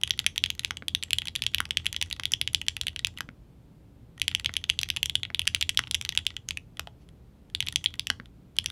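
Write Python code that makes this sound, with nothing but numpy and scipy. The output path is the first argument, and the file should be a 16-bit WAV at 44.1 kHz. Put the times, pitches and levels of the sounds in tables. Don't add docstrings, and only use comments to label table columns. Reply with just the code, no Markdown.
import sys
import numpy as np
from scipy import signal
from scipy.fft import rfft, irfft
from scipy.io import wavfile
from scipy.ndimage import uniform_filter1d

SR = 44100
rng = np.random.default_rng(int(sys.argv[2]) if len(sys.argv) > 2 else 0)


def file_out(sig):
    cols = np.atleast_2d(sig).T
    lim = np.clip(cols, -1, 1)
    pcm = np.round(lim * 32767).astype(np.int16)
    wavfile.write(sys.argv[1], SR, pcm)


N = 384111

# freq_hz, level_db
AIR_SPECTRUM = [(12, -53.5), (20, -25), (40, -2), (55, 3), (91, -6), (169, -2), (195, -5.5), (289, -10.5),
                (492, -18), (551, -20.5), (1740, -35), (3200, -36), (6000, -44), (15200, -46.5),
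                (16500, -62.5)]
AIR_RMS_DB = -54
# freq_hz, width_hz (full, at half amplitude), rms_db
HUM_TONES = [(67.4, 11, -61.5), (117.5, 14, -59), (164.6, 4.6, -71.5), (289, 3.4, -71)]

# start_s, level_db, pitch_hz (nominal), stem_db (relative to cap)
SMALL_KEYS = [(.014,-33,3280,-4),(0.035,-5,3050,-8),(0.0755,-19.5,3300,-10),(.0948,-36,3350,1),(0.1073,-5,3430,-8),(.137,-30,3250,-20),(0.1767,-36.5,3310,-2),(0.1915,-7,3390,-9.5),(0.199,-22.5,3220,-6),(0.243,-30,3250,-11.5),(.2644,-3,2970,-7),(0.2685,-16.5,3040,-10),(.36,-22.5,3060,-10.5),(.379,-9,3240,-7),(.4389,-5,3210,-10),(.4605,-16.5,3180,-8.5),(0.5026,-8,3200,-9.5),(.551,-41,3300,6),(.5942,-14.5,3650,-5),(.6344,-31.5,2900,-8.5),(.6476,-8.5,3260,-6.5),(0.7703,-18.5,3100,-9.5),(0.8825,-9.5,3420,-9.5),(.9491,-7,3350,-10.5),(1.0266,-17,3400,-11.5),(1.0354,-17,2930,-4),(1.107,-14,3000,-7.5),(1.1318,-3,3240,-7.5),(1.185,-9.5,3140,-8.5),(1.219,-18,3130,-17),(1.2552,-26,3200,-2.5),(1.272,-17.5,3030,-10),(1.2831,-15.5,3630,-10),(1.3535,-14.5,2910,-8),(1.3605,-11.5,3430,-8.5),(1.392,-35,3250,-11),(1.4211,-10.5,3340,-9.5),(1.4377,-20.5,3000,-6),(1.4652,-7,3220,-9),(1.5368,-32.5,3300,-14.5),(1.5461,-4.5,3100,-9.5),(1.5831,-14.5,3170,-13),(1.654,-19.5,3040,-11),(1.708,-9,3250,-11.5),(1.7713,-4.5,3060,-7.5),(1.799,-30.5,2900,-20),(1.8466,-33,3300,-8),(1.8574,-18.5,2700,-6.5),(1.8654,-7.5,3200,-11.5),(1.9278,-17,3230,-3.5),(1.9453,-22,3200,-18),(1.964,-16.5,3230,-6),(2.014,-9.5,3170,-10.5),(2.0253,-7.5,3180,-9.5),(2.1012,-37,3600,5),(2.1116,-18,3040,-13),(2.1272,-16,3730,-4.5),(2.1643,-31,3080,-15.5),(2.235,-18,3200,-11.5),(2.2548,-9.5,3230,-9),(2.3196,-24,3510,8),(2.3362,-7,3220,-6.5),(2.414,-5.5,3130,-9.5),(2.4756,-9,3010,-14.5),(2.5327,-37,3500,7.5),(2.5468,-4,3460,-8.5),(2.6151,-17,3040,-7),(2.6657,-35.5,3250,-4),(2.6837,-4.5,3200,-5),(2.7667,-16.5,3100,-8.5),(2.8127,-13,3460,-4.5),(2.8342,-31,3300,-5),(2.8686,-9.5,3280,-11),(2.8822,-12,3240,-13),(2.9617,-14.5,3000,-12.5),(2.9923,-20,3560,-5),(3.0474,-7,3170,-11.5),(3.0699,-18,3130,-3),(3.1745,-23.5,3020,-17),(3.1852,-25.5,3000,-8),(4.1979,-32,3600,-1),(4.2169,-8,3160,-7.5),(4.2804,-6,3170,-8.5),(4.3142,-21,3120,-16.5),(4.3267,-36.5,3270,-20.5),(4.3493,-10,3150,-5),(4.3974,-20.5,3160,-7),(4.446,-16.5,3240,-12),(4.4597,-5,3190,-12),(4.5388,-22,3500,-1),(4.5545,-28,2960,-20),(4.5668,-8.5,3180,-7.5),(4.6404,-14.5,3330,-13),(4.694,-21,3200,-15),(4.699,-2.5,3060,-9),(4.7902,-6.5,3380,-10.5),(4.814,-24.5,3470,2),(4.832,-8.5,3150,-7),(4.8588,-36,3300,-14),(4.8884,-23,3480,-5),(4.902,-7,3200,-8.5),(4.9638,-15.5,2830,-8),(4.9701,-12.5,3130,-14),(5.0298,-5.5,3150,-8.5),(5.0578,-16.5,3140,-0.5),(5.0968,-11,3300,-14),(5.1542,-4,3260,-11.5),(5.2324,-13,3250,-18.5),(5.2515,-20,3050,-23.5),(5.3466,-10,3270,-15.5),(5.3938,-8.5,3160,-6.5),(5.4174,-18,3040,-12.5),(5.4542,-34.5,3300,-5),(5.4713,-14,2810,-6),(5.476,-3.5,3180,-9),(5.5477,-4.5,3040,-7.5),(5.5624,-21,3400,-20.5),(5.611,-14,3170,0.5),(5.6141,-15,3230,-18),(5.6258,-8,3160,-11),(5.6927,-5.5,3070,-7),(5.6957,-12,3260,-10),(5.747,-34,3300,-1.5),(5.7737,-4.5,3270,-8),(5.8377,-22.5,3000,-25),(5.872,-25,3070,-17),(5.878,-40,3170,-0.5),(5.9113,-11.5,3640,-2),(5.9452,-8.5,3220,-6.5),(5.9495,-10.5,2840,-1.5),(6.0127,-13.5,2600,-6),(6.0237,-32.5,3310,-3),(6.0503,-15,3360,-10),(6.061,-32,3300,-15.5),(6.0914,-8,3300,-8),(6.1235,-21,3080,-14.5),(6.151,-26,3220,-2.5),(6.1752,-3.5,3180,-9),(6.1892,-21.5,3250,-10.5),(6.252,-42,3290,-1),(6.2664,-8.5,3300,-9.5),(6.3044,-26,3200,-21),(6.3662,-19,3150,-9),(6.4876,-19.5,2870,2.5),(6.508,-11.5,3160,-12.5),(6.5725,-17,2660,-9),(6.7707,-34.5,3250,-4),(7.089,-42.5,3330,-5),(7.5,-48,3300,-1),(7.5493,-9.5,3360,-11.5),(7.6048,-6,3170,-8),(7.6256,-15.5,3250,-16),(7.6656,-31.5,3600,0.5),(7.671,-16.5,3230,-14),(7.6854,-11.5,3270,-9.5),(7.7249,-28.5,3380,2),(7.759,-6.5,3290,-4),(7.8418,-16.5,3140,-4),(7.849,-33.5,3180,3),(7.86,-6.5,3320,-23),(7.9399,-22.5,3020,-12),(7.9952,-11,3520,-7),(8.0702,-12.5,2880,-8),(8.2577,-39,3500,-10),(8.5663,-33.5,3400,0),(8.5863,-6,3200,-9),(8.6424,-31,3400,1),(8.6599,-10,3250,-7),(8.7012,-25,3420,-9)]
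# pitch_ratio, level_db
CAP_MODES = [(0.822, -6.5), (1, 14), (1.2, -3)]
# freq_hz, level_db, t60_s
CASE_MODES = [(890, -8, 0.024), (1465, 11.5, 0.0046), (1910, -1, 0.021), (2520, -17.5, .005)]
# freq_hz, level_db, t60_s
STEM_MODES = [(4100, -5.5, 0.0033), (5500, -11.5, 0.0043), (6036, 0, 0.0033), (7235, -3.5, 0.0035),
              (8380, -15, 0.0056), (10263, -1.5, 0.003), (12520, -11.5, 0.0031), (13650, -7.5, 0.00077),
              (14600, -11, 0.0012)]
# full_force_db, slope_db_per_db (gained per dB of softness)
CASE_LEVEL = (-31.5, 0.93)
CAP_DECAY_DB_PER_MS, DECAY_LOG_SPREAD = 18, 0.33
SCATTER_DB, DETUNE_RATIO = 2.0, 0.025
CLACK_HIGHPASS = signal.butter(2, 1100, "highpass", fs=SR)

# freq_hz, level_db, t60_s
PLATE_MODES = [(3160, -72, 0.16), (3250, -71.5, 0.16), (3360, -70, 0.16), (3480, -69, 0.16)]

# delay_s, level_db
NEAR_ECHOES = [(.0045, -35.5), (0.016, -37)]
# round_trip_s, first_db, loss_db (per trip)
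DESK_CEILING = (.01165, -21, -8)
# freq_hz, t60_s
ROOM_DECAY = [(500, 0.9), (1500, 0.16), (3300, 0.2), (7000, 0.25), (14000, 0.1)]
TAIL_NORM_DB = -23

# freq_hz, level_db, t60_s
DESK_MODES = [(60.4, -14, 0.1), (84.04, -0.5, .2), (113.6, -2.5, 0.12)]

# center_s, spread_s, level_db
HAND_RUSTLE = (7.02, 0.024, -71)

# start_s, level_db, hardness_db_per_octave, hollow_db, stem_db
LONG_STROKES = [(.7081, -14, 2, -25, -9.5), (.8233, -25.5, -18, -20, -30),
                (1.6037, -8.5, 3.5, -29.5, -10.5), (2.1976, -17.5, -0.5, -26, -9),
                (3.2068, -13, 4, -27, -9.5), (3.2896, -27.5, -26, -25, -22), (4.4937, -20, -11.5, -21, -27),
                (5.3025, -25.5, -11.5, -17.5, -22.5), (5.7917, -6, 5.5, -28, -10.5),
                (6.7951, -11.5, 16, -20.5, -7), (6.8725, -25, 10, -8.5, -20),
                (8.1015, -4.5, 3.5, -25.5, -8), (8.1995, -24, -20, -31, -30)]
# freq_hz, level_db, t60_s
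LONG_CAP_MODES = [(238, -19, 0.035), (535, -19, 0.011), (1100, -10.5, 0.0013), (1320, -8, 0.0018),
                  (1590, 2, 0.0067), (2030, 7, 0.0045), (2580, 2.5, 0.0048), (3020, 2, 0.0064)]
# freq_hz, level_db, t60_s
HOLLOW_MODES = [(698.5, 3, 0.016), (820, -11.5, 0.064)]

BAND_EDGE_HZ = 16850


def gain_of(db):
    return 10 ** (np.asarray(db) / 20)


def evened(x):
    return x / np.sqrt(np.mean(x ** 2) + 1e-20)


def read(points, hz):
    point_hz, value = np.transpose(points)
    return np.interp(np.log(hz + 1), np.log(point_hz + 1), value)


def add(mix, start_s, sound):
    part = mix[max(round(start_s * SR), 0):][:len(sound)]
    part += sound[:len(part)]


def ring(modes, t, rise_s, spread=1):
    hz, db, t60_s = np.transpose(modes)[:, :, None]
    level_luck, pitch_luck = spread * rng.standard_normal((2, len(modes), 1))
    envelope = gain_of(db + SCATTER_DB * level_luck - 60 * t / t60_s)
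    tones = envelope * np.sin(2 * np.pi * hz * (1 + DETUNE_RATIO * pitch_luck) * t)
    sound = tones.sum(0) * (1 - np.exp(-(t / rise_s) ** 2))
    return sound / abs(sound).max()


def air():
    hz = np.fft.rfftfreq(N, 1 / SR)
    hiss = irfft(rfft(rng.standard_normal(N)) * gain_of(read(AIR_SPECTRUM, hz)), N)
    out = gain_of(AIR_RMS_DB) * evened(hiss)
    for center_hz, width_hz, rms_db in HUM_TONES:
        resonance = 1 / (1 + (2 * (hz - center_hz) / width_hz) ** 2)
        tone = irfft(rfft(rng.standard_normal(N)) * resonance, N)
        out += gain_of(rms_db) * evened(tone)
    return out


def stem_and_rattle(body, stem_db):
    t = np.arange(len(body)) / SR
    blow = body + gain_of(stem_db) * ring(STEM_MODES, t, rise_s=0.00021, spread=1.56)
    rattle = gain_of(-21.5 - 60 * t / 0.011) * rng.standard_normal(len(t))
    return blow + signal.fftconvolve(blow, rattle)[:len(t)]


def clack(cap_hz, decay_db_per_ms, case_db, stem_db):
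    t = np.arange(1024) / SR
    t60_s = 0.06 / max(decay_db_per_ms, 1)
    modes = [(ratio * cap_hz, db, t60_s) for ratio, db in CAP_MODES]
    cap = ring(modes, t, rise_s=0.0004, spread=0.5)
    cap *= np.exp(-(t / 0.002) ** 2)
    case = gain_of(case_db) * ring(CASE_MODES, t, rise_s=0.00042)
    return signal.lfilter(*CLACK_HIGHPASS, stem_and_rattle(cap + case, stem_db))


def small_key(level_db, cap_hz, stem_db):
    decay_db_per_ms = CAP_DECAY_DB_PER_MS * np.exp(DECAY_LOG_SPREAD * rng.standard_normal())
    full_force_db, slope = CASE_LEVEL
    case_db = min(full_force_db - slope * level_db, -8)
    return clack(cap_hz, decay_db_per_ms, case_db, stem_db)


def plate(x):
    t = np.arange(SR // 4) / SR
    hz, db, t60_s = np.transpose(PLATE_MODES)[:, :, None]
    tones = gain_of(db - 60 * t / t60_s) * np.sin(2 * np.pi * hz * t)
    return signal.oaconvolve(x, tones.sum(0))[:N]


def room(x):
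    taps = np.zeros(SR // 2)
    slots = np.arange(100, len(taps) - 20, 20)
    taps[slots + rng.integers(0, 20, len(slots))] = rng.choice([-1., 1.], len(slots))
    hz, t, spectrum = signal.stft(taps, SR, nperseg=256)
    decay = gain_of(-60 * t / read(ROOM_DECAY, hz)[:, None])
    tail = signal.istft(spectrum * decay, SR, nperseg=256)[1]
    tail *= gain_of(TAIL_NORM_DB) / np.linalg.norm(tail)

    trip_s, first_db, loss_db = DESK_CEILING
    flutter = [((k + 1) * trip_s, first_db + k * loss_db) for k in range(10)]
    echoes = np.zeros(len(tail))
    for delay_s, db in NEAR_ECHOES + flutter:
        add(echoes, delay_s, gain_of([db]))
    echoes = signal.lfilter(*signal.butter(2, 5500, fs=SR), echoes)
    return signal.oaconvolve(x, tail + echoes)[:N]


def desk_thump(level_db):
    t = np.arange(SR // 4) / SR
    return gain_of(0.62 * level_db - 33.5) * ring(DESK_MODES, t, rise_s=0.0069)


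def fidget():
    strokes = np.zeros(N)
    strokes[(np.array(SMALL_KEYS)[:, 0] * SR).astype(int)] = SR
    busy = uniform_filter1d(strokes, SR // 10) > 15
    ticking = np.zeros(N)
    for _ in range(8):
        chance = rng.random(N) < 4.0 / SR
        ticks = busy * chance * gain_of(3.5 * rng.standard_normal(N))
        cap_hz = 3200 + 400 * rng.standard_normal()
        tick = clack(cap_hz, 14, 0.5, rng.uniform(-12.0, 3.6))
        ticking += signal.oaconvolve(ticks, tick)[:N]
    center_s, spread_s, rustle_db = HAND_RUSTLE
    rub = evened(signal.oaconvolve(rng.standard_normal(N), clack(3000, 34, -15, -4))[:N])
    swell = np.exp(-((np.arange(N) / SR - center_s) / spread_s) ** 2)
    return gain_of(-51) * ticking + gain_of(rustle_db) * rub * swell


def long_key(hardness_db_per_octave, hollow_db, stem_db):
    t = np.arange(2048) / SR
    modes = [(hz, db + hardness_db_per_octave * max(np.log2(hz / 1200), 0), t60_s)
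             for hz, db, t60_s in LONG_CAP_MODES]
    body = ring(modes, t, rise_s=0.0002, spread=0.5)
    body += gain_of(hollow_db) * ring(HOLLOW_MODES, t, rise_s=0.0004, spread=0.5)
    return stem_and_rattle(body, stem_db)


def keys():
    clacks, thumps = np.zeros((2, N))
    for start_s, level_db, cap_hz, stem_db in SMALL_KEYS:
        add(clacks, start_s, gain_of(level_db) * small_key(level_db, cap_hz, stem_db))
        add(thumps, start_s + 0.004, desk_thump(level_db))
    for start_s, level_db, hardness, hollow_db, stem_db in LONG_STROKES:
        add(clacks, start_s, gain_of(level_db) * long_key(hardness, hollow_db, stem_db))
        add(thumps, start_s + 0.004, desk_thump(level_db))
    return clacks, thumps


def scene():
    clacks, thumps = keys()
    clacks = clacks + fidget()
    clacks = clacks + plate(clacks)
    return (clacks + room(clacks) + thumps + air())[None]


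def record(dry):
    lowpass = signal.firwin(255, BAND_EDGE_HZ, window=("kaiser", 9), fs=SR)
    return signal.oaconvolve(dry, lowpass[None], "same")


dry = scene()
out = record(dry)
file_out(out)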